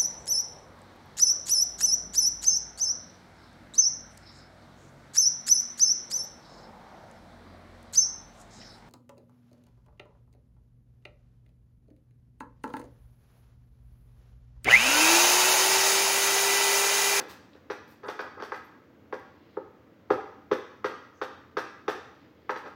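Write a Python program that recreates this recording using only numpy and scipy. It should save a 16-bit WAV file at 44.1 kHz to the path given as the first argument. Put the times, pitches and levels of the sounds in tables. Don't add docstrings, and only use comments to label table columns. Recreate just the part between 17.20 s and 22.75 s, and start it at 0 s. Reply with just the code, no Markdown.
import sys
import numpy as np
from scipy import signal
from scipy.fft import rfft, irfft, next_fast_len
from scipy.io import wavfile
from scipy.ndimage import uniform_filter1d

SR = 44100
rng = np.random.default_rng(int(sys.argv[2]) if len(sys.argv) > 2 else 0)


def volts_from_db(level):
    exponent = np.asarray(level, float) / 20
    return 10 ** exponent


def digitize_waveform(pressure):
    field = np.atleast_2d(pressure).T
    bounded = np.clip(field, -1, 1)
    quanta = np.round(bounded * 32767).astype(np.int16)
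    wavfile.write(sys.argv[1], SR, quanta)


N = 244755
LEAD = 2048

# (frequency [Hz], level per Hz [dB])
ROOM_COLOUR = [(15, -77.5), (25, -34), (37, -30.5), (85, -3.5), (161, -13), (185, -9.5), (297, -4),
               (413, -15.5), (444, -10), (589, -15), (678, -20), (2010, -26.5), (2260, -30), (7000, -46),
               (9100, -77), (15400, -120)]
HISS_COLOUR = [(5000, -19), (7000, -9.5), (9500, -14), (12000, -7.5), (14500, -2), (16000, -2),
               (16500, -34)]
ROOM_DB, HISS_DB = -56.5, -84.5
# (frequency [Hz], width [Hz], level [dB])
FRIDGE_HUM = [(94, 6.9, -82), (195, 15, -76.5)]

# (frequency [Hz], t60 [s], level [dB])
KITCHEN_TAIL = [(149, 0.16, 9), (406, 0.48, -4), (1000, 0.72, -3), (2630, 0.7, 0), (6900, 0.68, -1.5),
                (14000, 0.14, 1)]
ECHO_S = [.0045, .012, .0235]
ECHO_DB = [-18.5, -9, -15]
TAIL_BUILD_S = 0.011

# (start [s], length [s], level [dB])
RUSTLE = [
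    (2.04, 0.34, -60.5),
    (4.95, 0.11, -59.5),
    (5.17, 0.33, -61),
]
# (frequency [Hz], level per Hz [dB])
RUSTLE_COLOUR = [(1200, -20), (2000, 4.5), (3700, 0), (5000, -2), (6500, -28), (7500, -42)]
RUSTLE_GAIN_DB, RUSTLE_RELEASE_S = 3, 0.22

# (time [s], length [s], frequency [Hz], width [Hz], level [dB])
SQUEAKS = [
    (0.33, 0.011, 3800, 1500, -59.5),
    (0.673, 0.077, 13400, 2500, -72),
    (0.855, 0.041, 8700, 6030, -65.5),
    (1.013, 0.0036, 14300, 3000, -55),
    (1.437, 0.031, 12700, 1200, -70),
    (1.9964, 0.0017, 11900, 8000, -61),
    (3.925, 0.097, 6200, 900, -74),
]

# (start [s], length [s], level [dB])
TEAR = [
    (0.0, 0.0017, -62.5),
    (0.085, 0.031, -61),
    (0.675, 0.049, -76),
    (1.432, 0.012, -86),
]
# (frequency [Hz], level per Hz [dB])
TEAR_COLOUR = [(1180, 11), (2000, 7), (2160, 4), (2690, 6), (2910, 1.5), (4610, 4.5), (9920, -9.5),
               (13200, -4), (16000, -6)]
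CRUNCH_COLOUR = [(4000, -35), (6000, 1.5), (7500, -3), (9500, -7.5), (12000, -7.5), (14500, -2.5),
                 (16000, -14.5), (16500, -38)]
TEAR_GAIN_DB, TEAR_RELEASE_S = 2.5, 0.17
CRUNCH_UNDER_TIP_DB = -13.5

# (frequency [Hz], level per Hz [dB])
CHATTER_COLOUR = [(410, -29), (700, -2.5), (1020, -6), (1250, -5), (1670, -3), (2250, -18), (2450, -14.5),
                  (2860, -19), (5890, -23.5), (7000, -43), (9100, -84), (15400, -120)]

# (start [s], length [s], end level [dB], change [dB])
DRAG = [
    (0.832, 0.061, -35.5, 1.5),
    (1.012, 0.057, -43.5, -7.5),
    (1.165, 0.06, -42, -1.5),
    (5.31, 0.021, -42.5, -12),
    (5.415, 0.049, -40, 4),
]
DRAG_RELEASE_S = 0.022

# (time [s], tray thud [dB], glass bottom [dB], blade tip [dB], pitch favoured where the tip lands [Hz])
KNOCKS = [(0.348, -46.5, -64, -64, 860), (0.5, -24.5, -36.5, -42.5, 1420), (0.833, -42, -47.5, -58, 1720),
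          (0.883, -27, -44, -40, 1000), (0.992, -31, -30, -44.5, 1500), (1.2, -38, -40.5, -53, 1710),
          (1.222, -28, -55, -43.5, 900), (1.32, -28.5, -29, -51, 1705), (1.342, -44, -39, -50.5, 1760),
          (1.926, -24, -30.5, -49, 740), (2.37, -21.5, -37.5, -88, 855), (2.904, -9.5, -25, -41.5, 780),
          (3.314, -10, -28.5, -37.5, 1038), (3.644, -19, -31, -38, 1298), (4.015, -23.5, -33, -41, 1333),
          (4.369, -20, -34, -36.5, 1240), (4.68, -18, -30, -35, 1327), (5.294, -27, -23, -44, 1740),
          (5.359, -34.5, -36, -47.5, 1000), (5.46, -39, -43.5, -55.5, 1370)]
FIRST_S = -0.022
FIRST_KNOCK = (FIRST_S, -22, -34.5, -41, 1550)
WALL_FROM_THUD, WALL_DB = 0.27, -5.5
SECOND_PEAK_S, SECOND_PEAK_DB = 0.013, 3.5

# (frequency [Hz], level [dB], t60 [s])
MODES = [(120, -25.5, 0.14), (202.5, -34, 0.12), (251.3, -21.5, 0.077), (309, -9, 0.017),
         (410.8, 4.5, 0.019), (523, -4, 0.11), (608, -8.5, 0.086), (781.4, -2, 0.058), (899, 5, 0.029),
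         (942.6, -1, 0.18), (1045, -10, 0.063), (1005, -17.5, 0.14), (1117, -0.5, 0.078),
         (1256.6, 9.5, 0.014), (1385.6, -6.5, 0.063), (1500, -7, 0.079), (1614, 1, 0.034),
         (1726, -7.5, 0.07), (1917, 4.5, 0.013), (2320, -9, 0.01), (2425, 0, 0.014), (2700, -8, 0.009),
         (3230, -5.5, 0.023), (3530, -3.5, 0.065), (3740, -4.5, 0.045), (4615, 1, 0.016),
         (4550, -26.5, .03), (5500, -39, 0.12), (6030, -9, 0.008)]
PART_HZ = [420, 800, 1400, 4200]
LONGEST_T60_S = [.1, .05, .04, .013]
FAVOUR_DB, FAVOUR_OCTAVES = 9, 0.1
TRAY_TOP_HZ, TRAY_LAG_S = 700, 0.00225


def rms_one(x):
    return x / np.sqrt(np.mean(x ** 2) + 1e-20)


def at_hz(points, hz, column=1):
    rows = np.array(points)
    return np.interp(np.log(hz), np.log(rows[:, 0]), rows[:, column])


def highpass(x, hz):
    return signal.sosfilt(signal.butter(2, hz, "high", fs=SR, output="sos"), x)


def coloured(x, spectrum):
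    size = next_fast_len(len(x))
    hz = np.maximum(np.arange(size // 2 + 1) * SR / size, 1)
    shaped = irfft(rfft(x, size) * volts_from_db(at_hz(spectrum, hz)), size)
    return rms_one(shaped[:len(x)])


def ring(clicks, hz, t60):
    r = volts_from_db(-60 / (t60 * SR))
    w = 2 * np.pi * hz / SR
    return signal.lfilter([0, np.sin(w)], [1, -2 * r * np.cos(w), r * r], clicks + 1e-18)


def swell(clicks, hz, turns):
    r = np.exp(-hz / (turns * SR))
    w = 2 * np.pi * hz / SR
    gain = (1 - r * r) / 2
    return signal.lfilter([gain, 0, -gain], [1, -2 * r * np.cos(w), r * r], clicks)


def grains(per_s, spread_db):
    sizes = volts_from_db(spread_db * np.minimum(rng.exponential(1, N + LEAD), 5))
    sizes = sizes * rng.choice([-1, 1], N + LEAD)
    return rms_one(sizes * (rng.random(N + LEAD) < per_s / SR))


def strokes(rows, release_s, change_db=None):
    t = (np.arange(N + LEAD) - LEAD) / SR
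    gain = 0
    for s, length_s, db, *own_db in rows:
        left = t - s - length_s
        during = (own_db or [change_db])[0] * np.maximum(left / length_s, -1)
        after = np.maximum(-60 * left / release_s, -200)
        gain = gain + (t >= s) * volts_from_db(db + np.where(left < 0, during, after))
    return uniform_filter1d(gain, size=128)


def bursts(times_s, levels_db, rise_s, t60):
    clicks = np.zeros(N + LEAD)
    clicks[np.round(times_s * SR).astype(int) + LEAD] = volts_from_db(levels_db)
    dying = signal.lfilter([1], [1, -volts_from_db(-60 / (t60 * SR))], clicks + 1e-18)
    rise = np.exp(-1 / (rise_s * SR))
    return signal.lfilter([1 - rise], [1, -rise], dying)


def knock_levels():
    s, thud_db, bottom_db, tip_db, place_hz = np.transpose([FIRST_KNOCK] + list(KNOCKS))
    wall_db = WALL_FROM_THUD * thud_db + (1 - WALL_FROM_THUD) * bottom_db + WALL_DB
    return s, np.transpose([thud_db, wall_db, bottom_db, tip_db]), place_hz


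def background():
    out = volts_from_db(ROOM_DB) * coloured(rng.standard_normal(N), ROOM_COLOUR)
    out = out + volts_from_db(HISS_DB) * coloured(rng.standard_normal(N), HISS_COLOUR)
    for hz, width_hz, db in FRIDGE_HUM:
        hum = ring(rng.standard_normal(N + SR), hz, 2.8 / width_hz)
        out = out + volts_from_db(db) * rms_one(hum[SR:])
    return out


def kitchen(x, wet_db=-1.0, changing=0.56):
    t = np.arange(SR * 3 // 4) / SR
    step = SR // 4
    white = rng.standard_normal((2, 2 * SR))
    edges = 100 * 2 ** np.arange(0, 7.6, 0.5)
    centres = np.sqrt(edges[1:] * edges[:-1])[:, None]
    bands = []
    for k in range(len(centres)):
        band = signal.butter(2, edges[k:k + 2], "band", fs=SR, output="sos")
        bands.append(signal.sosfilt(band, white[k % 2]))
    bands = np.array(bands)
    tail_db = at_hz(KITCHEN_TAIL, centres, column=2) - 60 * t / at_hz(KITCHEN_TAIL, centres)
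    dying = volts_from_db(tail_db + wet_db - 33.0) * (1 - np.exp(-t / TAIL_BUILD_S))

    early = np.zeros(len(t))
    early[0] = 1
    for s, db in zip(ECHO_S, ECHO_DB):
        early[round(s * SR)] = volts_from_db(db)
    share = np.clip(changing, 0, 1)
    lasting = early + np.sqrt(1 - share) * np.sum(bands[:, :len(t)] * dying, axis=0)

    padded = np.pad(x, (step, 2 * step))
    out = np.zeros(len(x) + 2 * SR)
    fade = signal.windows.hann(2 * step, sym=False)
    for start in range(0, len(x) + step, step):
        skip = rng.integers(1, SR)
        own_tail = np.sum(bands[:, skip:skip + len(t)] * dying, axis=0)
        response = lasting + np.sqrt(share) * own_tail
        heard = signal.fftconvolve(padded[start:start + 2 * step] * fade, response)
        out[start:start + len(heard)] += heard
    return out[step + LEAD:step + LEAD + N]


def rustle():
    envelope = strokes(RUSTLE, RUSTLE_RELEASE_S, RUSTLE_GAIN_DB)
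    return volts_from_db(-13.0) * envelope * coloured(grains(6600.0, 3.0), RUSTLE_COLOUR)


def squeaks():
    out = np.zeros(N + LEAD)
    t = (np.arange(N + LEAD) - LEAD) / SR
    for s, length_s, hz, width_hz, db in SQUEAKS:
        hiss = ring(grains(4600.0, 3.8), hz, 2.5 / width_hz)
        hiss = rms_one(ring(hiss, hz, 1.0 / width_hz))
        out += volts_from_db(db) * hiss * np.sin(np.pi * np.clip((t - s) / length_s, 0, 1))
    return out


def tearing():
    envelope = strokes(TEAR, TEAR_RELEASE_S, TEAR_GAIN_DB)
    return volts_from_db(13.0) * envelope * coloured(grains(8900.0, 5.3), TEAR_COLOUR)


def crunch(level_db=-15.0):
    s, parts_db, _ = knock_levels()
    db = parts_db[:, -1] + CRUNCH_UNDER_TIP_DB + level_db
    envelope = bursts(np.r_[s, s + SECOND_PEAK_S], np.r_[db, db + SECOND_PEAK_DB], rise_s=0.001, t60=0.22)
    return envelope * coloured(grains(2900.0, 2.6), CRUNCH_COLOUR)


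def chatter(level_db=7.5):
    s, parts_db, _ = knock_levels()
    envelope = bursts(s, parts_db[:, -1] + level_db, rise_s=0.003, t60=0.14)
    return envelope * coloured(grains(4000, 3.8), CHATTER_COLOUR)


def dish(touch_db=-26.0):
    s, parts_db, place_hz = knock_levels()
    at = np.round(s * SR).astype(int) + LEAD
    chance = rng.standard_normal((len(at), len(MODES)))
    drag = strokes(DRAG, DRAG_RELEASE_S) * grains(1100.0, 1.1)
    drag_db = [-29.5, -29.5, -32.5, -55]
    knock_db = [0.5, 0.0, 2.0, -4.0]
    contact_turns = [0.9, 0.7, 1.3, 4.0]
    spread_db = [1.0, 1.5, 1.5, 2.5]
    ahead = round(0.007 * SR)
    second_peak = round(SECOND_PEAK_S * SR)
    out = 0
    for k, (hz, level_db, t60) in enumerate(MODES):
        weights = np.array([np.interp(np.log(hz), np.log(PART_HZ), one) for one in np.eye(4)])
        clicks = volts_from_db(weights @ drag_db) * np.roll(drag, 37 * k)
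        sign = 1 if 1000 < hz < 2000 else (-1) ** k
        blows_db = (parts_db + knock_db) @ weights + weights @ spread_db * chance[:, k]
        octaves_off = np.log2(hz / place_hz)
        favour_db = FAVOUR_DB * np.exp(-(octaves_off / FAVOUR_OCTAVES) ** 2)
        blows = sign * volts_from_db(blows_db) * volts_from_db(favour_db)
        lag = round((hz < TRAY_TOP_HZ) * TRAY_LAG_S * SR)
        clicks[at + lag] += blows
        clicks[at + second_peak] += volts_from_db(SECOND_PEAK_DB) * weights[3] ** 2 * blows * chance[::-1, k]
        clicks[at - ahead] += volts_from_db(touch_db) * (weights[0] + weights[1]) * blows
        rung = ring(clicks, hz, min(t60, weights @ LONGEST_T60_S))
        out = out + volts_from_db(level_db) * swell(rung, hz, weights @ contact_turns)
    return out


def scene():
    struck = highpass(dish() + chatter(), 95.0)
    at_the_dish = struck + crunch() + tearing() + squeaks() + rustle()
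    return (kitchen(at_the_dish) + background())[None]


def roll_off(x):
    return signal.sosfilt(signal.butter(12, 16430, fs=SR, output="sos"), x)


def record(dry):
    mix = highpass(dry, 75.0)
    return roll_off(mix)


dry = scene()
out = record(dry)
digitize_waveform(out)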